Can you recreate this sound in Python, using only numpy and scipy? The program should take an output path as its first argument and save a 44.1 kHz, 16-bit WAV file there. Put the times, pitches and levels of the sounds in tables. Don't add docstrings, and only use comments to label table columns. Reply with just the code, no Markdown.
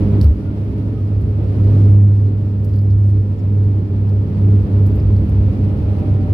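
import sys
import numpy as np
from scipy import signal
from scipy.fft import rfft, irfft, next_fast_len
from scipy.io import wavfile

SR = 44100
rng = np.random.default_rng(int(sys.argv[2]) if len(sys.argv) > 2 else 0)


def invert_db(x):
    u = np.asarray(x, float) / 20
    return 10 ** u


def log_audio(samples):
    frames = np.atleast_2d(samples).T
    limited = np.clip(frames, -1, 1)
    pcm = np.round(limited * 32767).astype(np.int16)
    wavfile.write(sys.argv[1], SR, pcm)


N = 279153


def rms_one(x):
    return x / np.sqrt(np.mean(x ** 2) + 1e-20)


def in_time(rows):
    s, *columns = np.transpose(rows)
    return [np.interp(np.arange(N) / SR, s, column) for column in columns]


def at_hz(points, hz):
    point_hz, value = np.transpose(points)
    return np.interp(np.log(hz), np.log(point_hz), value)


def drift(rate):
    hop = 40
    r = np.exp(-2 * np.pi * rate * hop / SR)
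    noise = rng.standard_normal(N // hop + 2002)
    slow = signal.lfilter([1], [1, -2 * r, r * r], noise)[2000:]
    return np.interp(np.arange(N) / hop, np.arange(len(slow)), rms_one(slow))


def tone(hz, level_db):
    turns = np.cumsum(hz * np.ones(N)) / SR
    return np.sqrt(2) * invert_db(level_db) * np.sin(2 * np.pi * turns + rng.uniform(0, 2 * np.pi))


def coloured(pair, spectrum):
    # f/Hz, correlation
    likeness = [(25, 0.96), (45, 0.94), (60, 0.99), (130, 0.93), (290, 0.93), (450, 0.73), (640, 0.28),
                (1000, 0.11), (1410, -0.28), (3100, .05), (15000, -0.36)]
    # f/Hz, level/dB
    right_port = [(35, 0), (65, 1.8), (200, 1.35), (380, 2.5), (700, 0.5), (2400, 1.5), (3500, -0.5),
                  (4800, 4.5), (6000, -0.5), (7200, -8.5), (8300, -21), (9600, -13.5), (11000, -3),
                  (13000, -3.5), (15500, -6)]
    size = next_fast_len(N)
    hz = np.maximum(np.fft.rfftfreq(size, 1 / SR), 1)
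    skirted = [(1, -90)] + spectrum + [(spectrum[-1][0] * 1.4, -70), (SR, -90)]
    mid, side = rfft(pair, size, axis=1) * invert_db(at_hz(skirted, hz))
    alike = np.clip(at_hz(likeness, hz), -1, 1)
    mid = mid * np.sqrt(1 + alike)
    side = side * np.sqrt(1 - alike)
    left = mid + side
    right = (mid - side) * invert_db(at_hz(right_port, hz))
    return irfft(np.array([left, right]), size, axis=1)[:, :N]


def propellers():
    # t/s, near propeller level/dB, far propeller level/dB, blade-tip bite/dB
    blade_levels = [(0, -19, -38.5, 10), (.21, -12, -37.5, 6.5), (.3, -26, -40, -0.5), (.6, -21.5, -36, -2),
                    (.9, -23, -33, -4.5), (1.15, -17.5, -33, -10.5), (1.45, -19.5, -27, -2.5),
                    (1.62, -13.5, -32.5, 6.5), (1.8, -9.5, -26.5, 6.5), (2.0, -7, -29.5, 1.5),
                    (2.36, -16, -33, -2), (2.95, -14, -21.5, -2.5), (3.4, -15, -21, -2.5),
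                    (4.15, -16.5, -27, -1.5), (4.55, -14.5, -14.5, 4.5), (5.2, -13.5, -25.5, 3.5),
                    (5.7, -18.5, -28.5, 3.5), (6.33, -16, -20.5, -0.5)]
    # multiple of the blade tone, level at no bite/dB, growth/(dB/s)
    far_overtones = [(2, -32, 0.2), (3, -39.5, -0.95)]
    # multiple of the blade tone, level re third/dB
    upper_orders = [(4, -14.5), (5, -20), (6, -25)]
    blade_hz = 101.72
    sag_from_s, sag_hz_per_s = 1.0, .84
    beat_from_s, beat_hz_per_s, in_step_s = 1.757, 1.021, 3.024
    t = np.arange(N) / SR
    near_db, far_db, bite_db = in_time(blade_levels)

    near_hz = blade_hz + .15 - sag_hz_per_s * np.clip(t - sag_from_s, 0, None)
    near_turns = (np.cumsum(near_hz) - near_hz.sum()) / SR + 1 / 4
    beating = np.clip(t - beat_from_s, 0, None)
    lead_turns = beat_hz_per_s / 2 * (beating ** 2 - (in_step_s - beat_from_s) ** 2)
    near = invert_db(near_db) * np.sin(2 * np.pi * near_turns)
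    far = invert_db(far_db) * np.sin(2 * np.pi * (near_turns + lead_turns))
    out = np.sqrt(2) * (near + far)

    out += tone(2 * near_hz, near_db - 27 + 1.5 * drift(3.1))
    for multiple, level_db, growth in far_overtones:
        order_db = level_db + bite_db + growth * (t - t.mean())
        out += tone(multiple * (blade_hz + .2 + .25 * drift(2.4)), order_db + 1.2 * drift(6.5))
    third_db = order_db
    for multiple, upper_db in upper_orders:
        out += tone(multiple * blade_hz + 1.5 * drift(3.3), third_db + upper_db + 2.1 * drift(7.3))
    return out * invert_db([[-.6], [.6]])


def gear_line():
    # f/Hz, level/dB
    whine = (1800, -74)
    hz, level_db = whine
    return tone(hz, level_db)


def thud():
    # t/s, start f/Hz, end f/Hz, peak level/dB, rise/s, hold/s
    floor_swing = (.222, 76.0, 68.0, -2.6, .03, .062)
    s, start_hz, end_hz, level_db, rise, hold = floor_swing
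    age = np.arange(N) / SR - s
    ring_db = -50 * np.clip(age - rise, 0, None)
    cut_db = -900 * np.clip(age - rise - hold, 0, None)
    turns = np.cumsum(np.interp(age, [rise, rise + hold], [start_hz, end_hz])) / SR
    turns -= np.interp(rise, age, turns)
    return invert_db(level_db + ring_db + cut_db) * np.clip(age / rise, 0, 1) * np.cos(2 * np.pi * turns)


def ticks():
    # t/s, broad level/dB, knock level/dB, sizzle level/dB
    trim_ticks = [(0.7792, -55.5, -60.5, -65), (1.212, -53.5, -59, -57), (1.3006, -61.5, -64, -58),
                  (2.638, -59.5, -61, -56), (2.646, -47.5, -55.5, -48.5), (2.6922, -61.5, -55.5, -61),
                  (2.737, -61.5, -50.5, -60.5), (2.7587, -55.5, -50, -51), (2.7877, -60, -47.5, -57),
                  (2.814, -56.5, -62, -51.5), (2.85, -66, -61, -63), (2.904, -68, -53, -66),
                  (2.913, -68, -56, -69), (3.0897, -58.5, -57.5, -58.5), (4.093, -57.5, -54, -63.5),
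                  (4.6318, -64.5, -64, -56), (4.8635, -46.5, -52, -42), (4.913, -62.5, -59, -57),
                  (4.9555, -57, -57.5, -45.5), (4.9997, -67, -50.5, -65.5), (5.1638, -59.5, -50, -57),
                  (5.292, -47.5, -62.5, -54), (5.9875, -54.5, -58, -61)]
    # t/s, broad level/dB, knock level/dB, sizzle level/dB, knock f/Hz
    joint_rattle = [
        (0.213, -35, -29.5, -43, 4450),
        (.2295, -45.5, -41.5, -46, 5400),
        (.238, -54, -49, -55, 5300),
        (.244, -46.5, -43.5, -49, 4200),
        (.269, -58.5, -53, -56, 4490),
        (.309, -65, -58.5, -56, 4560),
    ]
    # ratio to knock pitch, level/dB, t60/s
    clip_modes = [(1.0, 1.0, .024), (1.08, -3, .014), (2.561, -10, .013)]
    longest_t60, shorter_s_per_db = .11, .002
    tails, rings = np.zeros((3, N)), np.zeros(N)
    age = np.arange(SR // 4) / SR
    pitches = 4450 * (1 + 0.16 * rng.random(len(trim_ticks)))
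    pitched_ticks = [(*row, hz) for row, hz in zip(trim_ticks, pitches)]
    for s, broad_db, knock_db, sizzle_db, hz in joint_rattle + pitched_ticks:
        at = slice(round(s * SR), round(s * SR) + len(age))
        t60 = np.clip(longest_t60 - shorter_s_per_db * (knock_db + 50.5), .02, longest_t60)
        fall_db = -60 * age / t60
        tails[0, at] += invert_db(broad_db + 1.8 * fall_db)
        tails[1, at] += invert_db(sizzle_db + fall_db)
        tails[2, at] += invert_db(knock_db + 1.9 * fall_db)
        for ratio, mode_db, mode_t60 in clip_modes:
            decay = invert_db(knock_db + mode_db - 60 * age / mode_t60)
            rings[at] += decay * np.sin(2 * np.pi * ratio * hz * age)

    grain = rng.standard_normal((3, 2, N)) * [[1], [.7]] * tails[:, None]
    broad = coloured(grain[0], [(2500, -14.5), (5500, -7), (7500, -3.5), (9500, -2.5), (12000, -5.5), (15800, -8)])
    sizzle = coloured(grain[1], [(9000, -20.5), (10500, -6.0), (11500, -0.5), (14000, -4.5), (15800, -8)])
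    knock = coloured(grain[2], [(1000, -20.5), (3200, -6.5), (4400, 2), (5500, -3.5), (6500, -15.0)])
    tail = invert_db(1.0) * broad + invert_db(1.5) * sizzle + invert_db(-0.8) * knock
    return tail + rings * invert_db([[-6.5], [-1.5]])


def squeaks():
    # t/s, length/s, start f/Hz, end f/Hz, level/dB
    glides = [(.39, .08, 1380, 1450, -59), (.45, .08, 1450, 1372, -59), (.69, .12, 1805, 1800, -68),
              (.94, .07, 1252, 1252, -58), (3.382, .018, 6900, 6900, -71), (3.382, .03, 5300, 5300, -71),
              (3.382, .02, 3500, 3500, -72), (5.85, .6, 794, 750, -48.5), (5.8, .6, 615, 585, -45),
              (5.55, .25, 710, 845, -54), (4.35, 1.2, 68.5, 64.5, -23), (4.9, .55, 79, 77, -27),
              (5.15, .22, 132, 152, -28)]
    out = np.zeros(N + SR)
    for s, length, start_hz, end_hz, level_db in glides:
        share = np.linspace(0, 1, round(length * SR))
        turns = np.cumsum(start_hz + (end_hz - start_hz) * share) / SR
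        swell = np.sqrt(2 * np.sin(np.pi * share).clip(0))
        out[round(s * SR):][:len(share)] += invert_db(level_db) * swell * np.sin(2 * np.pi * turns)
    return out[:N] * invert_db(2.5 * drift(12.0))


def buzzes():
    # t/s, length/s, f/Hz, level/dB
    chatters = [
        (1.845, .09, 9200, -69),
        (2.0, .06, 9200, -71),
        (2.915, .11, 9200, -72),
        (3.04, .08, 9300, -72),
        (3.17, .03, 9300, -72),
        (3.54, .04, 9200, -72),
        (3.62, .04, 9200, -73),
    ]
    t, out = np.arange(N) / SR, np.zeros(N)
    for s, length, hz, level_db in chatters:
        band = signal.butter(4, [hz - 900, hz + 900], "band", fs=SR, output="sos")
        fizz = rms_one(signal.sosfilt(band, rng.standard_normal(N)))
        gate = np.clip(np.minimum(t - s, s + length - t) / .018, 0, 1)
        out += fizz * invert_db(level_db) * gate
    return out * invert_db(3.5 * drift(50.0)) * invert_db([[1.2], [-12.0]])


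def shared_swing():
    # t/s, level/dB
    shared_levels = [(0, -41.5), (.25, -43), (.29, -47.5), (.9, -47.5), (1.3, -48.5), (1.6, -44), (1.75, -42),
                     (1.94, -45), (2.07, -48.5), (2.5, -49.5), (3.1, -50), (3.67, -48), (4.2, -48),
                     (4.45, -45.5), (4.9, -45), (5.4, -45), (5.9, -44), (6.33, -44.5)]
    level_db, = in_time(shared_levels)
    return level_db - level_db.mean()


def turbulence(spectrum, level_db, patchy_db, rate):
    noise = coloured(rng.standard_normal((2, N)), spectrum)
    mid_rms = np.sqrt(np.mean(noise.mean(axis=0) ** 2))
    return noise / mid_rms * invert_db(level_db + patchy_db * drift(rate))


def air():
    # f/Hz, level per Hz/dB
    rumble_spectrum = [(20, -36), (30, -27), (40, -21), (52, -7.5), (66, -0.5), (80, -4), (95, -3.5),
                       (115, -20.5)]
    roar_spectrum = [(80, -6), (110, 4), (150, 2.5), (200, -2.5), (260, -2), (320, -6), (370, -13),
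                     (420, -6), (480, -21.5), (600, -28.5)]
    rush_spectrum = [(380, -8), (500, -0.5), (600, -2.5), (680, -8.5), (950, -12), (1100, -16.5),
                     (1300, -15.5), (1600, -22), (2500, -24.5), (3400, -30), (4500, -40)]
    hiss_spectrum = [(2800, -4.5), (4000, -2.5), (5000, -4.5), (6000, -7.5), (7000, -10.5), (9000, -9.5),
                     (11000, -8), (13000, -13), (15500, -14.5)]
    # t/s, half width/s, swell/dB
    gear_jolts = [(.07, .06, 5), (.33, 0.046, 5), (.5, 0.043, 3), (.95, 0.054, 1), (1.25, 0.061, 8),
                  (1.78, .15, 3), (3.15, .2, 5.5), (4.6, 0.054, 3.5), (5.2, .3, 6), (5.85, 0.097, 4.5),
                  (6.3, .06, 6)]
    t, swing_db = np.arange(N) / SR, shared_swing()
    since_middle = t - t.mean()
    rumble_db = -26 + 0.69 * swing_db + .1 * since_middle
    roar_db = -24.5 + 0.93 * swing_db - 0.057 * since_middle
    rush_db = -41.5 + 1.01 * swing_db + .01 * since_middle
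    hiss_db = -64 + .85 * swing_db - 0.24 * since_middle
    for s, width, jolt_db in gear_jolts:
        rumble_db += jolt_db * np.exp(-((t - s) / width) ** 2)
    out = turbulence(rumble_spectrum, rumble_db, patchy_db=0.35, rate=4.4)
    out += turbulence(roar_spectrum, roar_db, patchy_db=0.8, rate=5.2)
    out += turbulence(rush_spectrum, rush_db, patchy_db=0.6, rate=11.0)
    out += turbulence(hiss_spectrum, hiss_db, patchy_db=1.0, rate=13.0)
    return out


def scene():
    return propellers() + gear_line() + thud() + ticks() + squeaks() + buzzes() + air()


def roll_off(x):
    return signal.sosfilt(signal.butter(12, 15820, fs=SR, output="sos"), x)


def record(dry):
    rounded = 1.36 * np.tanh(dry / 1.26)
    return roll_off(rounded)


dry = scene()
out = record(dry)
log_audio(out)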